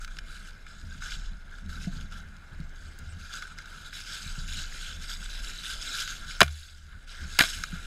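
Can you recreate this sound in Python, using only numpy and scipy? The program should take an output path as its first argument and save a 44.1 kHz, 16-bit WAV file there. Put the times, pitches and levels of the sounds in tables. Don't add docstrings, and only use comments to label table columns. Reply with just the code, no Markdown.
import sys
import numpy as np
from scipy import signal
from scipy.fft import rfft, irfft, next_fast_len
from scipy.io import wavfile
from scipy.ndimage import uniform_filter1d, minimum_filter1d, map_coordinates

SR = 44100
rng = np.random.default_rng(int(sys.argv[2]) if len(sys.argv) > 2 else 0)


def output_pcm(signal):
    pcm = np.clip(np.atleast_2d(signal).T, -1, 1) * 32767
    wavfile.write(sys.argv[1], SR, np.round(pcm).astype(np.int16))


N = 346621
TIME = np.arange(N) / SR
LEVEL_WINDOW = 66

# frequency in Hz, density in dB per Hz.
CLOD_SPECTRUM = [(80, -10.5), (250, -6.5), (500, -9.5), (700, 0), (870, -11), (1100, -2), (1350, -3.5),
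                 (1900, -3.5), (2800, -2), (4000, -6.5), (5500, -17), (7500, -17), (9000, -19.5),
                 (11000, -20.5), (14000, -24.5), (15600, -38)]


def amp(db):
    return 10 ** (np.asarray(db) / 20)


def unit(x):
    return x / np.sqrt(np.mean(x ** 2) + 1e-20)


def add(track, s, sound):
    part = track[round(s * SR):][:len(sound)]
    part += sound[:len(part)]


def filtered(x, response):
    m = next_fast_len(len(x) + 8192)
    spectrum = rfft(x, m) * response(np.fft.rfftfreq(m, 1 / SR))
    return irfft(spectrum, m)[:len(x)]


def below(hz, edge_hz, order=8):
    return 1 / (1 + (hz / edge_hz) ** order)


def white():
    return rng.standard_normal(N)


def case_ring(spectrum, size=4096):
    # frequency in Hz, width in Hz, lift in dB.
    case_modes = [(665, 78, 2), (1418, 310, 10), (1632, 265, 9), (2129, 174, 7), (2392, 47, 7),
                  (2753, 83, 2.5), (3010, 67, 4), (3488, 63, 5), (3896, 140, 7), (4910, 450, 5),
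                  (5360, 160, 7), (6580, 610, 6), (10350, 480, 3)]
    hz = np.fft.rfftfreq(size, 1 / SR)
    source_hz, source_db = np.transpose(spectrum)
    db = np.interp(np.log(hz + 1), np.log(source_hz), source_db)
    for centre, width, lift in case_modes:
        db = db + lift * .5 ** ((2 * (hz - centre) / width) ** 2)
    cepstrum = irfft(np.log(amp(db)))
    cepstrum[1:size // 2] *= 2
    cepstrum[size // 2 + 1:] = 0
    return irfft(np.exp(rfft(cepstrum)))[:size // 2]


def through_case(x, spectrum):
    return unit(signal.fftconvolve(x, case_ring(spectrum))[:N])


def wobble(rate):
    knots = rng.standard_normal(int(N * rate / SR) + 4)
    return map_coordinates(knots, [TIME * rate])


def drifting(x, depth_db, size=1024):
    bands = signal.stft(x, nperseg=size)[2]
    field = rng.standard_normal(bands.shape)
    field = uniform_filter1d(uniform_filter1d(field, size=14, axis=0), size=10, axis=1)
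    return signal.istft(bands * amp(depth_db * unit(field)), nperseg=size)[1][:len(x)]


def stroke(length, attack, release, swell_db=0.5):
    t = np.arange(int((length + 7 * release) * SR)) / SR
    onset = np.sin(np.pi / 2 * np.minimum(t / attack, 1))
    arch_db = swell_db * (np.sin(np.pi * np.minimum(t / (length + release), 1)) - 2 / 3)
    decay = np.exp(-np.maximum(t - length, 0) / release)
    return onset * amp(arch_db) * decay


def movements(rows, attack, release):
    power = np.zeros(N)
    for s, length, db in rows:
        add(power, max(s, 0), (amp(db) * stroke(length, attack, release)) ** 2)
    return power


def swell(s, length):
    return np.exp(-np.minimum((2 * (TIME - s) / length) ** 2 / 2, 50))


def contact(ring, treble_db, crumble, grit, split_hz, size=4096):
    t = np.arange(size) / SR
    force = grit * rng.standard_normal(size) * amp(-20 * t / crumble)
    force[0] += 1
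    x = signal.fftconvolve(force, ring)[:size]
    body = signal.sosfilt(signal.butter(2, split_hz, fs=SR, output="sos"), x)
    edge = signal.sosfilt(signal.butter(4, split_hz, "high", fs=SR, output="sos"), x)
    x = unit(body) + amp(treble_db) * unit(edge)
    return x / np.sqrt(uniform_filter1d(x ** 2, size=LEVEL_WINDOW).max())


def footwork():
    # start in seconds, length in seconds, rustle level in dB,
    # crisp top in dB re rustle, low crunch in dB re rustle.
    step_rows = [(0.0, 0.016, -50, -10, 2), (.09, 0.089, -57, -15, -4), (0.252, .24, -54, -13, 2.5),
                 (0.66, 0.13, -56, -19, -2.5), (.84, 0.33, -57, -18, -0.5), (1.007, 0.085, -45.5, -18, 1.5),
                 (1.086, 0.067, -43, -20, -2), (1.17, 0.096, -54, -22, -2), (1.517, 0.085, -62, -15, 8),
                 (1.679, 0.091, -51, -13.5, 3), (1.794, 0.052, -48, -15, -4.5),
                 (1.902, 0.11, -56.5, -15, -3), (2.104, .09, -54.5, -15, 6.5), (2.753, 0.41, -60.5, -16, 0),
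                 (3.183, 0.17, -52, -15.5, 0), (3.318, 0.048, -43, -17.5, -0.5),
                 (3.402, .12, -53, -19, 0.5), (3.563, 0.047, -53, -19, 7), (3.655, .23, -52.5, -13, 2.5),
                 (4.27, 0.14, -53, -17, 4.5), (5.081, 0.028, -44.5, -14, 4.5), (7.2, 0.043, -49.5, -22, -2),
                 (7.72, 0.028, -47.5, -14, 3.5), (7.805, .06, -52, -15.5, -5)]
    # start in seconds, length in seconds,
    # rustle level in dB, crisp top in dB re rustle.
    scrape_rows = [(3.915, .07, -43, -12), (4.051, 0.15, -43, -14.5), (4.215, 0.19, -47.5, -15.5),
                   (4.46, 0.064, -42, -14), (4.53, 0.061, -39, -18), (4.689, .2, -44, -16),
                   (4.993, 0.028, -43.5, -14), (5.064, 0.025, -41.5, -12.5), (5.19, 0.21, -46.5, -15),
                   (5.4, 0.21, -44, -15), (5.625, 0.056, -40.5, -13), (5.681, 0.028, -37, -16),
                   (5.785, 0.17, -41, -13.5), (5.922, 0.094, -35.5, -15.5), (6.053, 0.055, -38, -17),
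                   (6.259, 0.039, -40, -17.5), (7.06, .07, -46, -17), (7.171, 0.073, -51, -15),
                   (7.27, 0.13, -45, -16)]
    # start in seconds, length in seconds, rustle level in dB.
    shower_rows = [(3.95, 2.6, -53.5), (6.481, 0.14, -39.5), (7.401, 0.073, -36)]
    scrape_crunch_db = -5.5
    shower_crisp_db, shower_crunch_db = -13, -9
    stir_levels_db = -64 + np.array([0, -13.5, -4.5])

    treads = [(s, length, db + np.array([0, crisp, crunch])) for s, length, db, crisp, crunch in step_rows]
    rakes = [(s, length, db + np.array([0, crisp, scrape_crunch_db])) for s, length, db, crisp in scrape_rows]
    showers = [(s, length, db + np.array([0, shower_crisp_db, shower_crunch_db]))
               for s, length, db in shower_rows]
    kinds = [(treads, 0.025, 0.039), (rakes, 0.049, 0.072), (showers, 0.03, 0.16)]
    gains = []
    for band, stir_db in enumerate(stir_levels_db):
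        power = amp(stir_db) ** 2
        for rows, attack, release in kinds:
            band_rows = [(s, length, db[band]) for s, length, db in rows]
            power = power + movements(band_rows, attack, release)
        gains.append(np.sqrt(power))
    return gains


def crackle(rate=700, low_hz=1400, high_hz=11000, cycles=5, scatter_db=3.0, size=256):
    draws = rng.random((int(rate * N / SR), 4))
    start = (draws[:, :1] * N).astype(int)
    hz = low_hz + (high_hz - low_hz) * draws[:, 1:2]
    loudness = amp(scatter_db * np.minimum(-np.log(draws[:, 2:3]), 4))
    sign = np.sign(draws[:, 3:] - .5)
    turns = hz * np.arange(size) / SR
    grains = loudness * sign * np.sqrt(hz) * np.exp(-turns / cycles) * np.sin(2 * np.pi * turns)
    places = start + np.arange(size)
    return unit(np.bincount(places.ravel(), grains.ravel(), N)[:N])


def leaves(cracks_per_s=3200, scatter_db=1.0, slide=1.0, clump_db=1.26, crackle_db=-2):
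    # frequency in Hz, density in dB per Hz.
    leaf_spectrum = [(200, -30.5), (1100, -25.5), (1350, -12), (1900, -16.5), (2300, -12.5), (3500, -5.5),
                     (4300, -9), (5900, -14), (7000, -13.5), (8000, -13.5), (9200, -24), (11000, -23.5),
                     (14000, -30), (15600, -45.5)]
    rustle_gain, crisp_gain, crunch_gain = footwork()
    breaks = rng.random(N) < cracks_per_s / SR
    sizes = rng.choice([-1, 1], N) * amp(scatter_db * np.minimum(rng.exponential(size=N), 4.5))
    force = unit(breaks * sizes) + slide * white() + amp(crackle_db) * crackle()
    x = drifting(through_case(force, leaf_spectrum), depth_db=2.0) * amp(clump_db * wobble(50))
    crunch = filtered(x, lambda hz: below(hz, 1700, order=16))
    crisp = filtered(x, lambda hz: 1 - below(hz, 8330, order=16))
    rustle = x - crunch - crisp
    return rustle_gain * unit(rustle) + crisp_gain * unit(crisp) + crunch_gain * unit(crunch)


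def drone(centre_hz, width_hz):
    band = filtered(white(), lambda hz: below(abs(hz - centre_hz), width_hz / 2, order=2))
    analytic = signal.hilbert(band, next_fast_len(N))[:N]
    power = np.abs(uniform_filter1d(abs(analytic) ** 2, size=4000))
    return unit(analytic.real / np.sqrt(power + 1e-20))


def handle():
    # time in seconds, level in dB.
    sway_rows = [(0.0, -37.5), (0.71, -47.5), (1.31, -33.5), (1.42, -45), (1.98, -36.5), (2.46, -51.5),
                 (2.62, -38), (2.87, -46.5), (4.2, -48), (4.34, -34.5), (4.96, -41), (5.44, -36),
                 (5.67, -50), (5.74, -37), (5.88, -45.5), (6.36, -41)]
    # start in seconds, length in seconds, mount hum in dB, rub in dB.
    grip_rows = [(0.821, 0.056, -38, -51), (.94, 0.057, -51, -51), (1.15, 0.053, -53, -55),
                 (1.29, 0.063, -52, -52.5), (1.614, 0.12, -41, -49), (1.749, 0.15, -47, -47),
                 (1.916, 0.14, -45, -50), (2.107, .26, -50, -55), (2.51, 0.14, -47.5, -53),
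                 (2.8, 0.1, -46, -54), (2.995, .22, -42.5, -54), (4.248, .05, -45, -52.5),
                 (4.395, 0.23, -44.5, -49.5), (4.87, 0.14, -45.5, -57.5), (5.11, 0.13, -53, -59),
                 (5.683, 0.06, -66, -50), (6.192, 0.099, -53, -52.5), (6.701, 0.26, -41, -55),
                 (7.202, 0.053, -39, -48.5), (7.314, 0.041, -47.5, -57), (7.54, .07, -45.5, -53),
                 (7.703, 0.065, -41.5, -47.5)]
    attack, release = 0.017, .035
    hum_rest_db, rub_rest_db = -56.5, -61
    sway_s, sway_level = np.transpose(sway_rows)
    sway_db = np.interp(TIME, sway_s, sway_level)
    hum_shifts = [(s, length, hum_db) for s, length, hum_db, _ in grip_rows]
    rub_shifts = [(s, length, rub_db) for s, length, _, rub_db in grip_rows]
    hum_gain = np.sqrt(amp(hum_rest_db) ** 2 + movements(hum_shifts, attack, release))
    rub_gain = np.sqrt(amp(rub_rest_db) ** 2 + movements(rub_shifts, attack, release))
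    sway = amp(sway_db) * drone(28.0, 13.5)
    hum = hum_gain * drone(74.3, 10.8)
    rub = unit(filtered(white(), lambda hz: below(hz, 196, order=6) * (1 - below(hz, 117))))
    return sway + hum + rub_gain * amp(2.2 * wobble(22)) * rub


def air(start_db=-57, rise_db_per_s=0.61):
    # frequency in Hz, density in dB per Hz.
    outdoor_spectrum = [(100, 5.5), (250, 0.5), (450, -3), (1100, -5.5), (1400, -3), (1900, -5.5),
                        (3000, -9.5), (6000, -25.5), (10000, -29.5), (15000, -33.5)]
    level_db = start_db + rise_db_per_s * TIME
    wash = drifting(through_case(white(), outdoor_spectrum), depth_db=1.6)
    return amp(level_db + 0.68 * wobble(6.5) + 1.2 * wobble(45)) * wash


def snaps():
    # time in seconds, level in dB before the trim,
    # crack in dB re the body before its lift, split frequency in Hz above which the crack lies.
    snap_rows = [(0.0468, -26.5, -13, 4500), (.0777, -33, -14, 2230), (.169, -33, -8, 2230),
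                 (.187, -25.5, 3, 2230), (.6662, -34, -19, 2230), (.945, -39, -13, 2230),
                 (1.0209, -25.5, -19, 2230), (1.5837, -34, -18, 2230), (1.694, -38, -14, 2230),
                 (2.011, -33, -8, 2230), (2.123, -35, -10, 2230), (2.9881, -38, -3, 8000),
                 (3.3379, -26, -6, 2230), (3.4232, -26.5, -16.5, 2230), (3.5861, -27.5, -14, 2230),
                 (3.6573, -36, -12, 4500), (3.9293, -29, -18, 2230), (4.004, -30, -8, 4500),
                 (5.2574, -35, -16, 2230), (6.0766, -22.5, 1, 2230), (6.4795, -16, -9, 2230),
                 (7.637, -15, -9.5, 2230)]
    # frequency in Hz, density in dB per Hz.
    snap_spectrum = [(200, -24), (950, -24.5), (1250, 3), (1900, -4), (2900, -2), (4500, -6), (8000, -16.5),
                     (11000, -26.5), (15500, -32)]
    trim_db, crack_lift_db = -8.0, 11.5
    ticks_per_s, tick_db, tick_spread_db, tick_crack_db, tick_split_hz = 8, -45, 5.5, -5.5, 3500
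    out, ring = np.zeros(N), case_ring(snap_spectrum)
    draws = rng.random((int(ticks_per_s * N / SR), 2))
    ticks = [(when * N / SR, tick_db + tick_spread_db * (2 * size - 1), tick_crack_db, tick_split_hz)
             for when, size in draws]
    for s, db, crack_db, split_hz in list(snap_rows) + ticks:
        snap = contact(ring, crack_db + crack_lift_db, crumble=0.0062, grit=0.29, split_hz=split_hz)
        add(out, s, amp(db + trim_db) * snap)
    return out


def bumps(wall_hz=686, wall_t60=0.11, rise=0.0038, trim_db=-1.5):
    # time in seconds, level in dB before the trim, pitch in Hz,
    # ring of the case wall in dB re the first mode of the thud.
    bump_rows = [(.837, -30, 95, -36), (1.32, -39, 132, -40), (1.645, -39, 85, -40), (1.871, -19, 184, -23),
                 (1.965, -30.5, 151, -40), (2.599, -25, 159, -40), (4.261, -34, 152, -35),
                 (4.38, -27.5, 142, -38), (5.205, -38.5, 185, -38), (7.402, -36, 126, -12),
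                 (7.73, -23.5, 170, -39)]
    # multiple of the pitch (no unit), level in dB, T60 in seconds.
    thud_modes = [(1, 3.5, 0.068), (1.35, -13, 0.036), (2.3, -18, 0.021)]
    out, t = np.zeros(N), np.arange(SR // 4) / SR
    wall = amp(-60 * t / wall_t60) * np.sin(2 * np.pi * wall_hz * t)
    onset = 1 - np.exp(-t / rise)
    for s, db, hz, wall_db in bump_rows:
        thud = sum(amp(level - 60 * t / t60) * np.sin(2 * np.pi * hz * ratio * t)
                   for ratio, level, t60 in thud_modes)
        add(out, s, amp(db + trim_db) * onset * (thud + amp(wall_db) * wall))
    return out


def scuffs():
    # centre in seconds, level in dB, length in seconds.
    scuff_rows = [(1.533, -52, 0.048), (6.237, -45, 0.03), (6.94, -45, .045), (7.238, -48, 0.026)]
    # frequency in Hz, density in dB per Hz.
    scuff_spectrum = [(100, -14), (400, 0), (700, -14), (1100, 0), (1500, 5.5), (2100, 1), (3000, -24),
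                      (6000, -24), (15000, -45)]
    pressure = sum(amp(db) * swell(s, length) for s, db, length in scuff_rows)
    return pressure * amp(2.5 * wobble(150)) * through_case(white(), scuff_spectrum)


def squeaks(width_hz=1100):
    # centre in seconds, level in dB, length in seconds, pitch in Hz.
    squeak_rows = [(2.878, -66, 0.049, 7960), (3.108, -59, .03, 8150)]
    out = np.zeros(N)
    for s, db, length, hz in squeak_rows:
        tone = unit(filtered(white(), lambda f: below(abs(f - hz), width_hz / 2, order=4)))
        out += amp(db) * swell(s, length) * tone
    return out


def dirt():
    # time in seconds, level of the loudest 1.5 ms in dB,
    # treble in dB re the body, crumbling time (20 dB fall) in seconds.
    clod_rows = [(6.4059, -6.5, -7.5, 0.0036), (6.4131, -8.5, -12, 0.0086), (6.416, -2, -21, 0.0047),
                 (6.417, 9.5, -22, 0.0036), (6.43, -4, -7, 0.0076), (7.389, -13, -0.5, 0.0066),
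                 (7.3924, -10.5, -7.5, 0.0044), (7.3962, -20.5, -8.5, 0.005), (7.4032, -16, -12, .012),
                 (7.4075, -10.5, -15.5, 0.0071), (7.4106, -17.5, -10.5, .011), (7.421, -21.5, 1, 0.012),
                 (7.437, -20.5, -9, .007)]
    out, ring = np.zeros(N), case_ring(CLOD_SPECTRUM)
    for s, db, treble_db, crumble in clod_rows:
        add(out, s, amp(db) * contact(ring, treble_db, crumble, grit=0.34, split_hz=4960))
    return out


def spray(attack=.003, fall=0.037, grains_per_s=2200, treble_db=8, treble_hz=4500):
    # start in seconds, level in dB.
    spray_rows = [(6.406, -22.5), (7.39, -24.5)]
    grains = (rng.random(N) < grains_per_s / SR) * white()
    patter = through_case(grains, CLOD_SPECTRUM)
    patter = filtered(patter, lambda hz: amp(treble_db * (1 - below(hz, treble_hz, order=4))))
    power = movements([(s, attack, db) for s, db in spray_rows], attack, fall)
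    return unit(patter) * np.sqrt(power)


def jolt(start=6.4168):
    # frequency in Hz, level in dB, T60 in seconds,
    # rise time constant in seconds.
    jolt_modes = [(75.3, 1.5, 0.37, .2), (140, -18.5, 0.25, .004), (208, -5.5, .05, 0.0014),
                  (374, -0.5, .03, 0.00085), (680, 0, 0.039, .001)]
    out, t = np.zeros(N), np.arange(SR) / SR
    for hz, db, t60, rise in jolt_modes:
        mode = amp(db - 60 * t / t60) * (1 - np.exp(-t / rise)) * np.sin(2 * np.pi * hz * t)
        add(out, start, mode)
    return out


def scene():
    ground = leaves() + snaps() + squeaks() + air()
    camera = handle() + bumps() + scuffs() + dirt() + spray() + jolt()
    return (ground + camera)[None]


def limited(x, ceiling_db=-4.5, hold_s=.4, recover_db_per_s=25):
    level_db = 10 * np.log10(np.abs(uniform_filter1d(x ** 2, size=LEVEL_WINDOW)) + 1e-12)
    hold = int(hold_s * SR)
    cut_db = np.minimum(ceiling_db - level_db, 0)
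    held_db = minimum_filter1d(cut_db, hold, origin=(hold - 1) // 2)
    climb_db = recover_db_per_s * TIME
    return x * amp(np.minimum.accumulate(held_db - climb_db) + climb_db)


def record(dry, top_hz=15650):
    clipped = [np.clip(limited(x), -1, 1) for x in dry]
    return np.array([filtered(x, lambda hz: hz < top_hz) for x in clipped])


dry = scene()
out = record(dry)
output_pcm(out)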